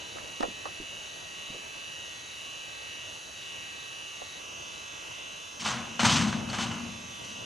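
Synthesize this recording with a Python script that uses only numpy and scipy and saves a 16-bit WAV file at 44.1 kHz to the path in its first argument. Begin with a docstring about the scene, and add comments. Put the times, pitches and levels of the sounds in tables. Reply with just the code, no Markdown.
"""First the whine and hiss of a tape camcorder's drive, close in both of its microphones, then hands on its body.
The place is a riding pen: across it a steel cattle chute bangs, rattles and booms, with light wind behind.
Blows shake noise through steel and panel resonances; knocks ring the camera's shell modes. The drive is paired
beating bearing tones plus hiss that partly repeats; both switch colour at the cut to a second shot.
"""
import sys
import numpy as np
from scipy import signal
from scipy.fft import rfft, irfft, next_fast_len
from scipy.io import wavfile
from scipy.ndimage import map_coordinates

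SR = 44100
rng = np.random.default_rng(int(sys.argv[2]) if len(sys.argv) > 2 else 0)


def to_wav(sig):
    """Store sig (one row per channel, or 1-D mono) as 16-bit WAV at the path in sys.argv[1].

    Samples outside -1..1 are clipped; the rate is SR.
    """
    pcm = np.clip(np.atleast_2d(sig), -1, 1) * 32767
    pcm = np.round(pcm).astype(np.int16)
    wavfile.write(sys.argv[1], SR, pcm.T)  # frames by channels


N = 328545
TIME = np.arange(N) / SR
TOP_HZ = 15600  # band limit of the camera


def amp(db):
    """Decibels to amplitude."""
    return 10 ** (np.asarray(db) / 20)


def unit(x):
    """Scale to rms 1."""
    return x / np.sqrt(np.mean(x ** 2) + 1e-20)


def along(points, hz):
    """Read (f/Hz, value) points along a log frequency axis."""
    f, v = np.transpose(points)
    return np.interp(np.log(hz + 1), np.log(f + 1), v)


def curves(rows):
    """One value per sample for each column after the time."""
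    s, *cols = np.transpose(rows)
    return [np.interp(TIME, s, c) for c in cols]


def wobble(rate):
    """A smooth random curve with rate knots a second."""
    knots = rng.standard_normal(int(N * rate / SR) + 4)
    return map_coordinates(knots, [TIME * rate])


def filtered(x, response):
    """Pass x through a complex response of frequency."""
    m = next_fast_len(N + SR // 2)
    return irfft(rfft(x, m) * response(np.fft.rfftfreq(m, 1 / SR)), m)[..., :N]


def resonant(modes):
    """The causal response of (f/Hz, width/Hz, level/dB) resonances with alternating signs."""
    def response(f):
        return sum((-1) ** k * amp(db) * 1j * f * width / (centre ** 2 - f * f + 1j * f * width)
                   for k, (centre, width, db) in enumerate(modes))
    return response


def spread(pair, colour, alike, lean):
    """Mix two unrelated signals into a coloured stereo pair of rms 1 with a set left-right likeness."""
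    m = next_fast_len(N + SR // 2)
    hz, (a, b) = np.fft.rfftfreq(m, 1 / SR), rfft(pair, m)
    turn = np.arccos(np.clip(along(alike, hz), -1, 1)) / 2
    mid, side = np.cos(turn) * a, np.sin(turn) * b
    tilt = colour(hz) * amp(along(lean, hz) * np.array([[.5], [-.5]]))
    return unit(irfft(np.array([mid + side, mid - side]) * tilt, m)[:, :N])


def dying(s, db, t60, attack):
    """An envelope rising from s with time constant attack and falling 60 dB in t60, cut after 2 s."""
    out, start = np.zeros(N), round(s * SR)
    t = TIME[:min(N - start, 2 * SR)]
    out[start:start + len(t)] = amp(db - 60 * t / t60) * (1 - np.exp(-t / attack))
    return out


# blows of the gate and bars across the pen; from 7.2 s a faint bright swell, perhaps a creak:
# t/s, steel level/dB, treble level/dB, boom level/dB
BLOWS = [(5.596, -53, -35, -45), (5.621, -41, -54, -40.5), (5.646, -34, -31, -45), (5.658, -27, -33.5, -41),
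         (5.689, -33, -35, -54), (5.751, -37, -48, -47), (5.993, -22.5, -27, -34.5),
         (6.03, -29, -29.5, -24), (6.047, -21.5, -22, -37), (6.094, -24.5, -24, -25),
         (6.122, -33, -26.5, -47), (6.157, -28, -27.5, -50), (6.209, -30.5, -32, -40),
         (6.269, -36, -36, -44), (6.327, -35, -42.5, -82), (6.487, -36, -40.5, -42),
         (6.528, -33, -39.5, -46), (6.586, -31.5, -34.5, -31.5), (6.542, -32.5, -39, -38),
         (6.604, -36, -33.5, -50), (6.711, -35.5, -43, -54), (6.779, -47, -51, -44), (7.234, -63, -47, -49),
         (7.29, -71, -48, -57), (7.37, -56, -56, -49)]
# left-right likeness of the chute at the two microphones: f/Hz, likeness
CHUTE_ALIKE = [(60, 0.99), (130, 1), (290, 0.99), (640, 1), (1410, 0.89), (3100, 0.98), (6820, 0.99),
               (15000, 0.77)]
# left over right microphone for the chute: f/Hz, level/dB
CHUTE_LEAN = [(60, 9), (110, 2.5), (200, 4.5), (380, 3), (700, 2.5), (1290, 2), (2380, 0.5), (4400, 0),
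              (8120, 1), (15000, 2)]


def chute():
    """Each blow rings the steel, sets loose bars rattling, booms in the side panels and sounds the bars' notes."""
    return rattle() + boom() + pin() + clang()


# rattle as it arrives at the camera: f/Hz, level/dB per Hz
STEEL = [(280, -26), (480, -10.5), (742, -0.5), (1130, -4), (1560, 0), (1770, -4.5), (3040, -1.5),
         (4900, -7), (6190, -6.5), (8150, -12.5), (9990, -27), (11400, -29.5), (15400, -62)]
# resonances of the steel bars: f/Hz, width/Hz, note level/dB (before a chance strength)
BARS = [(1060, 230, 0), (1564, 39, 0), (2990, 8.8, -2), (4220, 19, -6), (6170, 100, -7), (5900, 33, -6),
        (7400, 69, -12), (7430, 250, -13), (7560, 80, -13)]
RING_T60, TREBLE_T60, CRACK_T60, CRACK_DB = 0.12, 0.33, 0.02, 0  # s, s, s, dB: first ring, crack of contact
RATTLE_DB, RATTLE_T60, RATTLE_TREBLE_T60, RATTLE_RISE_S = -5.5, 0.73, 0.39, 0.013  # loose bars shake on
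GRAIN_DB, CLUMP_DB = 1.2, .7  # weights of the small contacts' unevenness, fast and in clumps


def rattle():
    """Dense small contacts, as noise, ring the steel; powers of all blows add."""
    body, edge = np.zeros((2, N))
    for s, db, treble_db, _ in BLOWS:
        body += dying(s, db, RING_T60, attack=0.00028) ** 2
        body += dying(s, db + RATTLE_DB, RATTLE_T60, RATTLE_RISE_S) ** 2
        edge += dying(s, treble_db, TREBLE_T60, attack=0.0034) ** 2
        edge += dying(s, treble_db + CRACK_DB, CRACK_T60, attack=0.0018) ** 2
        edge += dying(s, treble_db + RATTLE_DB, RATTLE_TREBLE_T60, RATTLE_RISE_S) ** 2
    unevenness = amp(GRAIN_DB * wobble(300) + CLUMP_DB * wobble(60))
    contacts = rng.standard_normal((2, 2, N)) * unevenness
    bars = resonant([(centre, width, 0) for centre, width, _ in BARS])
    steel = lambda hz: amp(along(STEEL, hz)) * (1 + bars(hz))
    upper = lambda hz: 1 / np.sqrt(1 + (2300 / (hz + 1)) ** 6)  # splits steel from treble
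    low = spread(contacts[0], lambda hz: steel(hz) * np.sqrt(1 - upper(hz) ** 2), CHUTE_ALIKE, CHUTE_LEAN)
    high = spread(contacts[1], lambda hz: steel(hz) * upper(hz), CHUTE_ALIKE, CHUTE_LEAN)
    return np.sqrt(body) * low + np.sqrt(edge) * high


# side panels, largest first; the summed response is then squared: f/Hz, width/Hz, level/dB (before squaring)
PANELS = [(85, 38, -6), (126, 17, -1), (159, 48, -5), (216, 19.2, -1.5), (233.6, 8.1, 1.5),
          (270.4, 44, -5.5), (345, 83, -10)]
BOOM_T60, BOOM_RISE_S = 1.29, 0.055  # the panels answer slowly
THUD_DB, THUD_T60 = 0, 0.26  # the panels' first jolt
DEEP_DB, DEEP_T60, DEEP_RISE_S = -8, 1.62, 0.014  # the two largest panels hum on longer


def boom():
    """Noise through the panel resonances swells slowly after each blow's thud and hums on."""
    swell, deep = np.zeros((2, N))
    for s, _, _, boom_db in BLOWS:
        swell += dying(s, boom_db, BOOM_T60, BOOM_RISE_S) ** 2
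        swell += dying(s, boom_db + THUD_DB, THUD_T60, attack=.003) ** 2
        deep += dying(s, boom_db + DEEP_DB, DEEP_T60, DEEP_RISE_S) ** 2
    large, panels = (spread(rng.standard_normal((2, N)), lambda hz: resonant(modes)(hz) ** 2,
                            CHUTE_ALIKE, CHUTE_LEAN)
                     for modes in np.split(PANELS, [2]))
    return np.sqrt(swell) * panels + np.sqrt(deep) * large


# clinks of a loose pin: t/s, level/dB, t60/s
CLINKS = [(6.501, -26, 0.018), (7.238, -52, 0.041)]
PIN_HZ = 4400


def pin():
    """A loose pin clinks as a short tone of unsteady phase, equal in both microphones."""
    return sum(dying(s, db, t60, attack=0.00044) * np.sin(2 * np.pi * PIN_HZ * TIME + wobble(300))
               for s, db, t60 in CLINKS)


CLANG_DB = -7.5  # the bars' own notes under each blow


def clang():
    """Every blow sounds the bars' notes anew as decaying sines, each at a chance strength."""
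    out, t = np.zeros(N + SR), TIME[:SR // 5]
    hz, width, level_db = np.transpose(BARS)[:, :, None]
    chances = rng.standard_normal((len(BLOWS), len(BARS), 1))
    for (s, db, _, _), chance in zip(BLOWS, chances):
        notes = amp(level_db + 3 * chance) * np.exp(-np.pi * width * t) * np.sin(2 * np.pi * hz * t)
        out[round(s * SR):][:len(t)] += amp(db + CLANG_DB) * notes.sum(axis=0) * (1 - np.exp(-t / 0.0021))
    return out[:N] * amp([[.5], [-.5]])  # left a little louder


# hands on the camera body, at the microphones: t/s, level/dB, thump level/dB re knock, tick level/dB re knock,
# f/Hz favoured by the spot struck, share felt oppositely by the two microphones
KNOCKS = [(.157, -33.5, -32, -17, 596, .9), (.17, -33.5, -32, -17, 794, .9),
          (0.185, -34, -32, -13, 1500, .9), (0.247, -41, -30, -30, 452, 0.6),
          (0.403, -27.5, -30, -14, 388, 0.75), (0.407, -22.5, -32, -10, 730, .9),
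          (0.427, -26, -25, -8, 1300, 0.94), (0.432, -19, -26, -19, 705, 1),
          (0.451, -31.5, -20, -23, 450, 0.54), (0.48, -37.5, -22, -23, 273, 0.43),
          (.655, -24.5, -42, -15, 860, 0.79), (0.799, -35, -7, -33, 300, .1),
          (1.5, -41.5, -9, -33, 220, .1), (1.543, -34, -17, -33, 450, .1),
          (4.218, -35, -28, -23, 700, 0.82)]
# modes of the camera shell: f/Hz, width/Hz
SHELL = [(190, 58), (300, 88), (430, 146), (560, 136), (760, 270), (1000, 280), (1250, 210), (1900, 240)]
SCUFF_DB, SCUFF_T60, SCUFF_HZ = -23.5, 0.12, 500  # the hand slides on, the longer the lower the spot sounds


def knocks():
    """A touch rings the shell modes near its spot and scuffs on; it also pushes the microphones and may tick."""
    shell, tick, t = np.zeros((2, N)), np.zeros(N), TIME[:SR // 5]
    hz, width = np.transpose(SHELL)[:, :, None]
    sign = (-1) ** np.arange(len(SHELL))[:, None]  # neighbouring modes swing oppositely
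    for s, db, thump_db, tick_db, spot_hz, opposed in KNOCKS:
        scuff_db = SCUFF_DB - 60 * t / SCUFF_T60 * np.sqrt(spot_hz / SCUFF_HZ)
        scuff = rng.standard_normal(len(t)) * amp(scuff_db)
        scuff[0] = 1  # the blow itself
        swing = sign * amp(-12 * np.log2(hz / spot_hz) ** 2) * np.exp(-np.pi * width * t)
        alike = np.sum(swing * np.sin(2 * np.pi * hz * t), axis=0)
        apart = np.sum(swing * np.sin(2 * np.pi * (hz * t + rng.random(hz.shape))), axis=0)
        apart *= opposed * (1 - np.exp(-t / 0.00034))
        ring = signal.fftconvolve(scuff[None], [alike + apart, alike - apart], axes=1)[:, :len(t)]
        push = amp(thump_db - 60 * t / 0.13) * np.sin(2 * np.pi * 35 * t)
        shell[:, round(s * SR):][:, :len(t)] += amp(db) * (ring + push)
        tick += dying(s, db + tick_db, .02, attack=.0003)
    tick_mode = resonant([(3300, 4500, 0)])
    high = unit(filtered(rng.standard_normal(N), lambda f: tick_mode(f) ** 2 / (1 + (f / 8500) ** 6)))
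    return (shell + tick * high) * amp([[-.8], [.8]])  # right a little louder


# bearing tones in each shot, close to the microphones: multiple of the cage rate, multiple of shaft minus cage
# rate, first bearing level/dB rms, second bearing level/dB rms, left-right level/dB, left lead/rad
ORDERS_FIRST = [(0, 24, -66, -76, -8, -2.1), (48, 0, -61, -68, -3, -2.6), (49, 0, -66, -73, -1, -2.5),
                (60, 0, -63, -66, -11, 2.5), (72, 0, -66, -58, 15, 1.4), (78, 0, -67, -70, -3, -1.4),
                (84, 0, -68, -67, -1, -0.6), (0, 48, -69, -74, -5, -1.9), (90, 0, -66, -70, -1, -2.2),
                (96, 0, -71, -65, -12, 1.4), (0, 54, -50, -61, -6, 0.9), (102, 0, -61, -60, -6, 0.1),
                (107, 0, -68, -76, -2, 0.5), (108, 0, -52, -54, 0, 0.6), (109, 0, -72, -64, 2, 0.4),
                (0, 60, -57, -60, 2, 0.5), (114, 0, -53, -67, 0, -0.1), (115, 0, -76, -66, 1, -0.0),
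                (0, 66, -67, -83, 0, -2.3), (126, 0, -75, -63, -2, -0.4), (0, 72, -63, -70, 3, -1.6),
                (132, 0, -62, -69, 2, -1.5), (0, 78, -62, -76, -1, -0.2), (144, 0, -62, -68, -1, -0.3),
                (150, 0, -68, -70, -3, -0.5), (0, 84, -80, -67, -6, -0.9), (181, 0, -80, -67, -1, -0.1),
                (0, 114, -67, -75, 0, -0.2), (-1, 120, -65, -87, 0, -0.0), (223, 0, -67, -78, 0, -0.0),
                (-1, 132, -62, -80, -1, -0.4), (0, 211, -76, -84, 0, -0.1), (0, 223, -76, -82, -6, -0.5),
                (0, 229, -72, -81, 0, 0.3)]
ORDERS_SECOND = [(42, 0, -67, -80, -2, -2.7), (0, 24, -63, -74, -3, 0.9), (48, 0, -65, -75, -7, -2.1),
                 (54, 0, -63, -72, -5, -2.2), (60, 0, -67, -70, 2, 2.6), (72, 0, -68, -65, 12, 0.8),
                 (0, 42, -66, -72, -9, -2.1), (78, 0, -63, -69, -10, -1.6), (84, 0, -69, -69, 2, -1.3),
                 (0, 48, -66, -72, -20, 0.7), (90, 0, -63, -69, -10, -1.3), (96, 0, -71, -65, -12, 0.1),
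                 (0, 54, -51, -66, -4, 0.1), (102, 0, -57, -60, -4, -0.6), (108, 0, -54, -58, 0, 0.8),
                 (0, 60, -57, -60, 0, 0.4), (110, 0, -66, -82, 0, 0.2), (114, 0, -55, -70, 2, -0.0),
                 (120, 0, -67, -74, 5, -0.2), (0, 66, -60, -78, 4, -0.7), (126, 0, -77, -65, 2, -1.5),
                 (0, 72, -60, -69, -5, -1.3), (132, 0, -58, -68, -5, -1.3), (138, 0, -69, -74, -3, -0.6),
                 (0, 78, -68, -80, -6, 0.2), (144, 0, -62, -71, -5, -0.1), (150, 0, -67, -73, 1, -0.3),
                 (204, 0, -65, -82, 3, -0.5), (216, 0, -68, -85, 1, -0.5), (-1, 120, -73, -68, -1, -0.2),
                 (222, 0, -64, -79, 0, -0.4), (0, 210, -77, -90, 4, -0.9), (0, 216, -75, -80, 4, -1.1),
                 (0, 222, -77, -82, 3, -0.7), (0, 223, -79, -79, 5, -0.6)]
# steady tones off the bearings' grid in each shot: f/Hz, level/dB rms, left-right level/dB, left lead/rad
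STRAY_FIRST = [(1314.1, -68, -6, -2.6), (2687.5, -64, -5, .2), (2911.5, -66, 3, .5), (3358.3, -67, -1, -.4),
               (6323.7, -67, -2, -.3)]
STRAY_SECOND = [(1091.8, -56, -4, 3.1), (1144.8, -63, 1, -2.7), (2459.8, -68, -11, -.1),
                (2683.4, -62, -3, -.4), (2686.6, -63, -3, -.5), (5786.9, -65, 0, -.3),
                (6234.7, -65, 0, -.3), (6322.4, -64, 0, -.4)]
# ball cages in each shot: f/Hz (cage turns a second), f/Hz by which the second cage turns faster
CAGE_FIRST = (26.45873, .01775)
CAGE_SECOND = (26.46167, .0129)
# hiss of the mechanism in each shot: f/Hz, level/dB per Hz
HISS_FIRST = [(410, -51), (700, -16), (1000, -17.5), (1600, -6.5), (2500, -13), (3200, -13.5),
              (5100, -18.5), (7300, -16), (9300, -29.5), (12000, -33), (15000, -47), (15600, -70)]
HISS_SECOND = [(410, -29), (700, -22.5), (1000, -11.5), (1600, -12.5), (2500, -16.5), (3200, -15),
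               (4800, -16.5), (7300, -18.5), (9300, -31), (12000, -37.5), (15000, -47), (15600, -70)]
# case resonances lifting the hiss in each shot: f/Hz, width/Hz, level/dB over the hiss (powers add)
CASE_FIRST = [(1119, 58, 13), (2410, 30, 10), (2723, 27, 17), (2980, 160, 5), (3322, 13, 12),
              (3780, 33, 13), (4060, 110, 10.5), (4510, 780, 4.5), (5620, 97, 14.5), (5900, 120, 10),
              (6425, 206, 10), (6900, 560, 3.5), (10470, 710, 12.5), (11100, 270, 9.5), (13200, 500, 7)]
CASE_SECOND = [(850, 72, 3.3), (1570, 230, 0.75), (2360, 90, 1.4), (2560, 25, 9.5), (3000, 170, 6.5),
               (3800, 34, 1.7), (4060, 65, 6.8), (5440, 120, 3.8), (5810, 250, 4.7), (6345, 550, 7.9),
               (6930, 150, 2.5), (10700, 1030, 11), (10540, 230, 5.1), (13200, 500, 8)]
LAG_FIRST, LAG_SECOND = .058, .0724  # turns by which the second cage trails at time 0
CHANGE_S = 4.39  # cut to a second shot: the whine and hiss switch


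def motors():
    """The whine and hiss of the tape drive, crossfaded in 14 ms from the first shot to the second."""
    share = np.clip((TIME - CHANGE_S) / 0.014 + .5, 0, 1)
    first, second = np.sqrt(1 - share), np.sqrt(share)
    whine = tones(ORDERS_FIRST, STRAY_FIRST, CAGE_FIRST, LAG_FIRST, first)
    whine += tones(ORDERS_SECOND, STRAY_SECOND, CAGE_SECOND, LAG_SECOND, second)
    noise = first * hiss(HISS_FIRST, CASE_FIRST, db=-46.5, repeat=0.79)
    noise += second * hiss(HISS_SECOND, CASE_SECOND, db=-47, repeat=0.81)
    return whine + noise


DRUM_HZ = 74.925  # turns a second of the drum shaft, which runs in two six-ball bearings
SCATTER_RAD = 1.4  # random spread of the tones' starting phases, which softens the pulsing


def tones(orders, stray, cage, lag, heard):
    """Each pair of bearing tones beats: the second is inverted, its cage a little faster, so it lies just off."""
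    out, ear, t = np.zeros((2, N)), np.array([[.5], [-.5]]), TIME[heard > 0]
    cage_hz, faster_hz = cage
    ahead = faster_hz * t - lag  # turns of the second cage ahead of the first
    waves = []
    for m, n, one_db, two_db, pan_db, lead in orders:
        hz = m * cage_hz + n * (DRUM_HZ - cage_hz)
        # the second tone lies slightly above (m > n) or below (m < n)
        beating = amp(one_db) - amp(two_db) * np.exp(2j * np.pi * (m - n) * ahead)
        waves.append((hz, beating, pan_db, lead))
    waves += [(hz, amp(db), pan_db, lead) for hz, db, pan_db, lead in stray]
    for hz, size, pan_db, lead in waves:
        gain = amp(pan_db * ear)
        # each passing ball is a small blow: its tones start loosely together
        start = SCATTER_RAD * rng.standard_normal()
        wave = size * np.exp(2j * np.pi * hz * t + 1j * start)
        stereo = np.real(gain * np.exp(1j * lead * ear) * wave)
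        out[:, heard > 0] += np.sqrt(2 / np.mean(gain ** 2)) * stereo
    return out * heard


# left-right likeness of hiss and open air at the microphones: f/Hz, likeness
ALIKE = [(60, 0.45), (130, 0.47), (290, 0.24), (640, 0.22), (1410, -0.19), (3100, 0.61), (6820, 0.88),
         (15000, 0.52)]
# left over right microphone for hiss and open air: f/Hz, level/dB
LEAN = [(60, 2), (110, 0.5), (200, 1.5), (380, 0), (700, -0.5), (1290, -3), (2380, 1.5), (4400, -2),
        (8120, -1), (15000, 2.5)]
TICK_HZ = 158.77  # six balls pass for each turn of the cage


def hiss(spectrum, case, db, repeat):
    """Bearing and tape noise in the case; a share of its power repeats, the rest pulses as the balls pass."""
    repeat = np.clip(repeat, 0, 1)
    pulsing = unit((1 + 1.13 * np.cos(2 * np.pi * TICK_HZ * TIME)) * rng.standard_normal((2, N)))
    pair = np.sqrt(repeat) * repeating(uneven_db=4.5) + np.sqrt(1 - repeat) * pulsing

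    def colour(hz):
        lift = 1 + sum(amp(mode_db) ** 2 / (1 + (2 * (hz - centre) / width) ** 4)
                       for centre, width, mode_db in case)
        return amp(along(spectrum, hz)) * np.sqrt(lift)
    return amp(db) * spread(pair, colour, ALIKE, LEAN)


# two steady rates of the bearings at which the hiss repeats: f/Hz
REPEAT_HZ = [26.46, 24.232]
SIDE_HZ = .945  # spacing of the close lines around each multiple, which makes the hiss waver slowly


def repeating(uneven_db):
    """Noise that repeats at two steady rates of the bearings: close groups of lines of uneven size."""
    m = next_fast_len(N)
    lines = np.zeros((2, m // 2 + 1), complex)
    for hz in REPEAT_HZ:
        orders = np.arange(1, int(TOP_HZ / hz))[:, None]
        line_hz = orders * hz + np.arange(-2, 3) * SIDE_HZ
        bins = np.round(line_hz * m / SR).astype(int)
        size = amp(uneven_db * rng.standard_normal(orders.shape) + 4.7 * rng.standard_normal(bins.shape))
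        lines[:, bins] += size * np.exp(2j * np.pi * rng.random((2,) + bins.shape))
    return unit(irfft(lines, m)[:, :N])


# open air and wind around the pen: f/Hz, level/dB per Hz
AIR = [(12, -48), (20, -17), (96, -0.5), (204, -6), (368, -3.5), (413, -4.5), (653, -1.5), (733, -8),
       (1000, -4), (1300, -63), (2200, -120)]
# level of the low background rush, higher while the chute sounds: t/s, level/dB
AIR_LEVEL = [(0.0, -49.5), (1.06, -52.5), (3.13, -52.5), (3.4, -54), (4.75, -51.5), (5.4, -54.5),
             (6.3, -45), (7.1, -52), (7.45, -48.5)]


def air():
    """Light wind and far country noise: coloured noise whose strength wavers in small lumps."""
    lumps = amp(0.65 * np.array([wobble(9), wobble(7.2)]) + 1.25 * wobble(25))
    rush = spread(lumps * rng.standard_normal((2, N)), lambda hz: amp(along(AIR, hz)), ALIKE, LEAN)
    return amp(curves(AIR_LEVEL)[0]) * rush


def scene():
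    """The chute across the pen, hands on the camera, its drive, and the open air."""
    return chute() + knocks() + motors() + air()


def record(dry):
    """The camera keeps nothing above its band limit."""
    return filtered(dry, lambda hz: hz < TOP_HZ)


dry = scene()
out = record(dry)
to_wav(out)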